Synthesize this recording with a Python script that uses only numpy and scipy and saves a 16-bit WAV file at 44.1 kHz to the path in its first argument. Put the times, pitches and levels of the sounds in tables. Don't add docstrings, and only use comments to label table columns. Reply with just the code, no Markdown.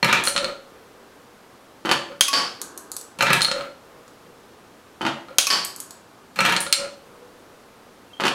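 import sys
import numpy as np
from scipy import signal
from scipy.fft import rfft, irfft
from scipy.io import wavfile

SR = 44100
rng = np.random.default_rng(int(sys.argv[2]) if len(sys.argv) > 2 else 0)


def transcribe(signal):
    frames = np.atleast_2d(signal).T
    limited = np.clip(frames, -1, 1)
    pcm = np.round(limited * 32767).astype(np.int16)
    wavfile.write(sys.argv[1], SR, pcm)


N = 367794



def amp(db):
    return 10 ** (np.asarray(db) / 20)


def unit(x):
    return x / np.sqrt(np.sum(x ** 2) + 1e-20)


def read(points, hz):
    point_hz, value = np.transpose(points)
    return np.interp(np.log(hz + 1), np.log(point_hz + 1), value)


def add(mix, start_s, sound):
    part = mix[max(round(start_s * SR), 0):][:len(sound)]
    part += sound[:len(part)]


def body(colour, modes=(), tilt_db=0, size=8192):
    hz = np.fft.rfftfreq(size, 1 / SR)
    peaks = 1 + sum(amp(2 * db) / (1 + (2 * (hz - f) / width) ** 2) for f, width, db in modes)
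    octaves = np.log2(np.maximum(hz, 500) / 500)
    spectrum = amp(read(colour, hz) + tilt_db * octaves) * np.sqrt(peaks)
    cepstrum = irfft(np.log(spectrum))
    cepstrum[1:size // 2] *= 2
    return unit(irfft(np.exp(rfft(cepstrum[:size // 2], size))))


def noise(colour, modes=(), grain_db=0):
    unevenness = np.clip(rng.standard_normal(N), -2, 2)
    bumps = rng.standard_normal(N) * amp(abs(grain_db) * unevenness)
    return unit(signal.oaconvolve(bumps, body(colour, modes))[:N]) * np.sqrt(N)


def crack_of(spread_s, size=4096, count=36):
    hz = np.fft.rfftfreq(size, 1 / SR)
    delay_s = np.interp(hz, np.linspace(0, SR / 2, count), spread_s * rng.exponential(1, count))
    phase = -2 * np.pi * np.cumsum(delay_s) * hz[1]
    return unit(irfft(np.exp(1j * phase))[:size // 2])


def strike(blows, colour, modes, gain_db, spread_s, ring_t60, ring_db):
    out, t = np.zeros(N), np.arange(SR // 3) / SR
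    for start_s, level_db, tilt_db in blows:
        ring = rng.standard_normal(len(t)) * np.exp(-np.log(1000) * t / ring_t60)
        force = amp(ring_db) * unit(ring)
        add(force, 0, crack_of(spread_s))
        blow = signal.fftconvolve(force, body(colour, modes, tilt_db, size=16384))
        add(out, start_s, amp(level_db + gain_db) * unit(blow))
    return out


def roll(runs, colour, modes, gain_db, grain_db, rise_s, release_s, fade_db_per_s):
    level = np.zeros(N)
    for start_s, level_db, length_s in runs:
        t = np.arange(0, length_s, 1 / SR)
        contact = np.minimum(t / rise_s, 1) * np.minimum((length_s - t) / release_s, 1)
        add(level, start_s, contact * amp(level_db + gain_db - fade_db_per_s * t))
    return level * noise(colour, modes, grain_db)


def repeat(events, pattern):
    return [(start_s + delay_s, level_db + step_db, tilt_db + harder_db)
            for start_s, level_db, tilt_db, *_ in events
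            for delay_s, step_db, harder_db in pattern]


def bounces(events, count):
    return [(start_s + k * gap_s, level_db + k * step_db, tilt_db)
            for start_s, level_db, tilt_db, gap_s, step_db in events
            for k in range(count)]


# pitch_hz, level_db
AIR_COLOUR = [(20, -39), (50, -15), (85, -10), (150, -8.5), (250, -4), (450, -8), (800, -8.5),
              (1300, -11.5), (2000, -18.5), (4000, -22), (8000, -27.5), (13000, -31), (16000, -39)]
AIR_DB = -50.5


def room_tone():
    return amp(AIR_DB) * noise(AIR_COLOUR)


# start_s, level_db, hardness_db_per_octave, slide_before_s, cup_lip_ping_db
KNOCKS = [(0.0287, -2, -0.5, 0.0013, -7.5), (3.2077, -1, -0.5, 0.02, -20), (6.3888, -3, 0, .029, -11)]
# delay_s, level_change_db, hardness_change_db_per_octave
GATE_SWING = [(0, 2, 0.4), (0.0163, 0.5, 3), (0.0236, -2.5, -3.5), (0.0599, -7, 1.5)]
# start_s, level_db, hardness_db_per_octave
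GATE_JOLTS = [(0.1276, 2, 1), (3.3036, 0, -0.5), (3.331, 0.5, 6), (6.4511, -2.5, 3), (6.4608, -6, 4),
              (6.4948, -6, 2), (6.5227, -5.5, 3.5)]
# pitch_hz, level_db
GATE_COLOUR = [(40, -30), (110, 1), (190, 8.5), (420, -4.5), (1000, 1.5), (2600, 11.5), (4200, -4),
               (5200, -3.5), (9000, -10), (13500, -17.5), (16000, -35)]
# pitch_hz, width_hz, level_db
GATE_MODES = [(132, 8.6, 6.5), (189, 16, 12), (263, 20, 0), (367, 19, 18), (560, 45, 16.5), (892, 49, 21),
              (1206, 28, 15.5), (1334, 39, 16), (1673, 120, 8.5), (2370, 60, 8), (4190, 95, 14.5)]
# pitch_hz, level_db
TRACK_COLOUR = [(60, -16.5), (200, 2.5), (450, -4), (900, -4), (1600, 1), (2600, -2.5), (3800, -2),
                (5200, -17), (9000, -28.5), (16000, -40)]
# pitch_hz, width_hz, level_db
TRACK_MODES = [(924, 64, 8.7), (1686, 100, 8.3), (2350, 40, 12.4), (2660, 24, 4.3)]
PEG_DB, PEG_TILT_DB = -17.5, 5
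TRACK_DELAY_S, TRACK_S = 0.043, 0.17


def gate():
    touches = [(s - slide_s, db + PEG_DB, PEG_TILT_DB) for s, db, _, slide_s, _ in KNOCKS]
    slides = [(s - slide_s, db, slide_s) for s, db, _, slide_s, _ in KNOCKS]
    runs = [(s + TRACK_DELAY_S, 0, TRACK_S) for s, *_ in KNOCKS]
    blows = repeat(KNOCKS, GATE_SWING) + GATE_JOLTS + touches
    knocks = strike(blows, GATE_COLOUR, GATE_MODES,
                    gain_db=10.5, spread_s=0.000993, ring_t60=0.036, ring_db=7)
    scrape = roll(slides, GATE_COLOUR, GATE_MODES,
                  gain_db=-32.5, grain_db=-6, rise_s=0.0033, release_s=0.0053, fade_db_per_s=2)
    track = roll(runs, TRACK_COLOUR, TRACK_MODES,
                 gain_db=-21.5, grain_db=0.5, rise_s=0.018, release_s=0.064, fade_db_per_s=27)
    return knocks + scrape + track


# start_s, level_db, hardness_db_per_octave, lip_ping_db
CUP_BLOWS = [(0.273, -7, -2, -11), (0.3538, -15.5, -10, -30), (0.3632, -6, -0.5, -20),
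             (0.3782, -7.5, -0.7, -13.5), (0.4446, -12.5, -0.7, -16), (2.1195, -32, -5, -50),
             (3.4082, -9.5, -0.5, -24), (3.4185, -7, 4.5, -7), (3.4471, -14, 0.7, -2),
             (3.4837, -14, -5, -23), (3.5147, -8, -1, -26), (3.6096, -16.5, -4, -38),
             (5.2849, -27.5, -7, -44.5), (6.5647, -5.5, 1, -13), (6.6657, -15, -3, -36),
             (6.7266, 2, 6.5, -6)]
# start_s, level_db, length_s
CUP_ROLLS = [(0.40, -32, 0.15), (2.09, -42, .08), (3.53, -34, 0.18), (5.28, -44, 0.087), (6.77, -35, 0.14)]
# pitch_hz, level_db
CUP_COLOUR = [(40, -15), (130, -5.5), (230, -3), (420, -13.5), (900, -1.5), (2400, 3), (4000, 4),
              (5200, -2), (9000, -5), (13000, -26.5), (16000, -31)]
# pitch_hz, width_hz, level_db
CUP_MODES = [(533, 11, 19.5), (561.6, 13, 23), (1325, 84, 9), (1390, 44, 17), (3220, 60, -23.5),
             (4243, 190, 8.5)]
# pitch_hz, level_db
LIP_COLOUR = [(200, -31), (2500, -16), (4250, 3), (5500, -26), (16000, -30)]
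# pitch_hz, width_hz, level_db
LIP_MODES = [(4257, 49, 17)]
# pitch_hz, level_db
CUP_HUM_COLOUR = [(80, -7.5), (230, 0), (560, -3.5), (900, -4.5), (1400, -5.5), (2400, -6.5), (4200, -21),
                  (9000, -31.5)]


def cup():
    blows = [(s, db, tilt_db) for s, db, tilt_db, _ in CUP_BLOWS]
    pings = [(s, lip_db, 0) for s, *_, lip_db in CUP_BLOWS + KNOCKS]
    hollow = strike(blows, CUP_COLOUR, CUP_MODES,
                    gain_db=14.0, spread_s=0.000428, ring_t60=0.06, ring_db=-3.0)
    lip = strike(pings, LIP_COLOUR, LIP_MODES,
                 gain_db=13, spread_s=0.000483, ring_t60=0.013, ring_db=-15)
    hum = roll(CUP_ROLLS, CUP_HUM_COLOUR, CUP_MODES,
               gain_db=4, grain_db=11.5, rise_s=0.029, release_s=0.053, fade_db_per_s=58.5)
    return hollow + lip + hum


# start_s, level_db, hardness_db_per_octave, gap_s, change_per_marble_db
QUEUE_SHIFTS = [(0.2378, -16, -10, 0.015, 1.1), (3.4288, -15.5, -7, 0.0057, -18),
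                (6.6044, -13, -7, 0.0054, -17)]
# pitch_hz, level_db
QUEUE_COLOUR = [(300, -58), (4000, -19), (7000, -7.5), (9600, 3), (11500, -3.5), (16000, -12)]
# pitch_hz, width_hz, level_db
QUEUE_MODES = [(9300, 500, 4)]


def queue():
    return strike(bounces(QUEUE_SHIFTS, count=4), QUEUE_COLOUR, QUEUE_MODES,
                  gain_db=15.0, spread_s=0.000618, ring_t60=0.068, ring_db=-1.0)


# pitch_hz, level_db
CUP_RUMBLE_COLOUR = [(80, -6), (250, -5.5), (520, 7), (750, -7.5), (1250, -2.5), (2200, -11), (8000, -25)]
# start_s, level_db, length_s
BOWL_ROLLS = [(2.56, -49.5, 0.64), (5.72, -56, 0.63)]
# pitch_hz, level_db
BOWL_RUMBLE_COLOUR = [(100, -21), (330, 8), (700, -1.5), (1100, 3), (1650, 0), (2300, -31), (8000, -43)]
RIDE_DELAY_S, RIDE_DB = 0.54, -47.5


def rumble():
    rides = []
    for knock, landing in zip(KNOCKS, LANDINGS):
        start_s = knock[0] + RIDE_DELAY_S
        rides.append((start_s, RIDE_DB, landing[0] - start_s))
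    riding = roll(rides, CUP_RUMBLE_COLOUR, (),
                  gain_db=-8.0, grain_db=1.5, rise_s=0.13, release_s=0.043, fade_db_per_s=5)
    circling = roll(BOWL_ROLLS, BOWL_RUMBLE_COLOUR, (),
                    gain_db=1.5, grain_db=1.5, rise_s=0.054, release_s=0.066, fade_db_per_s=16)
    return riding + circling


# start_s, level_db, hardness_db_per_octave, full_weight_after_s
LANDINGS = [(1.8502, 3, 0, 0.042), (5.0096, 1, -1.4, 0.042), (8.1994, 3, -0.5, .0381)]
# delay_s, level_change_db, hardness_change_db_per_octave
ARM_FLEX = [(0, -3.5, -3), (.006, -6, 2.5), (.02, -4.5, -3.5)]
# start_s, level_db, hardness_db_per_octave, gap_s, change_per_bounce_db
STOP_CHATTERS = [(1.9137, 10, 2.5, 0.0052, -12.5), (5.0651, 4.5, -0.5, 0.015, -11),
                 (8.2528, 4.5, 1.5, .014, -1)]
# pitch_hz, level_db
STOP_COLOUR = [(25, -41), (100, -10.5), (220, -3.5), (600, -1), (1100, 1.5), (1700, 0.5), (2200, -5),
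               (3200, -7.5), (5000, -13.5), (8000, -21), (12000, -28.5), (16000, -46)]
# pitch_hz, width_hz, level_db
STOP_MODES = [(142.8, 8, 13), (244, 42, 6.8), (340.7, 17, 9.3), (556, 37, 6.3), (923, 80, 2.7),
              (1183, 60, 3.9), (3020, 310, 8), (4510, 130, 8.7)]
WEIGHT_DB, WEIGHT_TILT_DB = 2, -1


def stop():
    weight = [(s + after_s, db + WEIGHT_DB, tilt_db + WEIGHT_TILT_DB)
              for s, db, tilt_db, after_s in LANDINGS]
    blows = repeat(LANDINGS, ARM_FLEX) + weight + bounces(STOP_CHATTERS, count=3)
    return strike(blows, STOP_COLOUR, STOP_MODES,
                  gain_db=3.0, spread_s=0.000489, ring_t60=0.097, ring_db=1.5)


# start_s, level_db, hardness_db_per_octave
DROP_BLOWS = [(2.2091, 2, -0.3), (5.3843, 2.5, -0.3), (6.7269, -29, 9)]
# pitch_hz, level_db
DROP_COLOUR = [(25, -20), (90, -46.5), (300, -14), (1000, -10), (2000, -7.5), (2800, -1), (5000, -0.5),
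               (7000, -6.5), (9500, -1), (12000, -10), (16000, -15.5)]
# pitch_hz, width_hz, level_db
DROP_MODES = [(556, 60, 2), (1490, 130, 4.5), (3230, 140, 10.5), (6500, 450, 10)]
# start_s, level_db, hardness_db_per_octave
BOWL_BLOWS = [(2.2823, -11, 1.7), (5.4690, -9, 1.5)]
# pitch_hz, level_db
BOWL_COLOUR = [(100, -18), (600, -16.5), (2500, -8), (5000, -4), (9000, -16), (16000, -26)]
# pitch_hz, width_hz, level_db
BOWL_MODES = [(1114, 26, 27), (2560, 88, 16), (6300, 150, 8.9), (11000, 530, 14.4)]


def drop():
    crack = strike(DROP_BLOWS, DROP_COLOUR, DROP_MODES,
                   gain_db=16.0, spread_s=0.000786, ring_t60=0.019, ring_db=-20.0)
    wall = strike(BOWL_BLOWS, BOWL_COLOUR, BOWL_MODES,
                  gain_db=17, spread_s=0.000565, ring_t60=0.043, ring_db=8)
    return crack + wall


# start_s, level_db, hardness_db_per_octave, gap_s, change_per_bounce_db
LIFTS = [(2.3308, -7, 1, 0.0037, 0.5), (2.3741, -10.5, -0.5, 0.011, -4), (5.5028, -5, 2.5, .004, -1.5),
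         (5.5278, -9.5, 0.1, 0.0084, -6)]
# pitch_hz, level_db
LIFT_COLOUR = [(40, -24), (100, -10.5), (220, 1), (1000, 5), (1700, 3.5), (3600, -1.5), (4800, 6),
               (6500, -6.5), (10000, -12.5), (16000, -31)]
# pitch_hz, width_hz, level_db
LIFT_MODES = [(1124, 19, 13.3), (1590, 210, 1.2), (3070, 160, 8.7), (4570, 210, 8.1), (4900, 130, 2.9),
              (5280, 110, 4.8)]


def lift():
    return strike(bounces(LIFTS, count=3), LIFT_COLOUR, LIFT_MODES,
                  gain_db=13.5, spread_s=0.000783, ring_t60=0.37, ring_db=0.5)


# start_s, level_db, hardness_db_per_octave
CLINK_BLOWS = [(2.6157, -8.5, -0.5), (2.7765, -14.5, 1), (2.9171, -11, 1.5), (2.9661, -9, 1.5),
               (3.0122, -18, 2), (4.0791, -30, -5), (5.6487, -7, 6), (5.762, -16.5, 2), (5.8021, -11, 1.5),
               (5.9077, -19, -0.5)]
# pitch_hz, level_db
CLINK_COLOUR = [(100, -43), (1100, -4), (2600, -19), (4300, -4), (7000, -4.5), (10000, -1.5), (13000, -7.5),
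                (16000, -27)]
# pitch_hz, width_hz, level_db
CLINK_MODES = [(6800, 140, 7.8), (7850, 92, 11)]


def clinks():
    return strike(CLINK_BLOWS, CLINK_COLOUR, CLINK_MODES,
                  gain_db=6, spread_s=0.000622, ring_t60=0.021, ring_db=-3.5)


# start_s, level_db, pitch_hz, length_s
SQUEAKS = [(7.17, -51.5, 495, 0.1), (8.09, -57, 2700, 0.046), (8.13, -38, 3160, .014),
           (8.142, -53, 3250, 0.053)]


def pivot(overtone_db=-20):
    out = np.zeros(N)
    for start_s, level_db, pitch_hz, length_s in SQUEAKS:
        t = np.arange(0, length_s, 1 / SR)
        tone = sum(amp(overtone_db * k) * np.sin(2 * np.pi * (k + 1) * pitch_hz * t) for k in range(3))
        add(out, start_s, amp(level_db) * tone * np.hanning(len(t)))
    return out


# delay_s, level_db
ECHOES = [(.0040, -13.5), (.0056, -14.5), (.0086, -30)]


def echoes(x):
    out = x.copy()
    for delay_s, level_db in ECHOES:
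        add(out, delay_s, amp(level_db) * x)
    return out


# pitch_hz, decay_s
ROOM_T60 = [(140, 0.47), (400, 0.55), (1000, 0.43), (3000, 0.43), (7500, 0.38), (15000, 0.2)]


def room(x, build_s=0.0011):
    hz, t, bands = signal.stft(rng.choice([-1., 1.], SR), SR, nperseg=256)
    decay = np.exp(-np.log(1000) * t / read(ROOM_T60, hz)[:, None])
    tail = signal.istft(bands * decay, SR, nperseg=256)[1]
    tail *= 1 - np.exp(-(np.arange(len(tail)) / SR / build_s) ** 2)
    return signal.fftconvolve(x, unit(tail))[:N]


def scene():
    # sound, room_level_db
    parts = [(gate(), -2), (cup(), -5), (queue(), 1), (rumble() + pivot(), -1),
             (stop(), -2), (drop(), -5), (lift(), 1), (clinks(), -3)]
    direct = echoes(sum(sound for sound, _ in parts))
    wet = sum(amp(room_db) * room(sound) for sound, room_db in parts)
    return (direct + wet + room_tone())[None]


EDGE_HZ = 16000


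def record(dry):
    clipped = np.clip(dry, -1, 1)
    low_pass = signal.firwin(255, EDGE_HZ, window=("kaiser", 8), fs=SR)
    return signal.oaconvolve(clipped, low_pass[None], "same")


dry = scene()
out = record(dry)
transcribe(out)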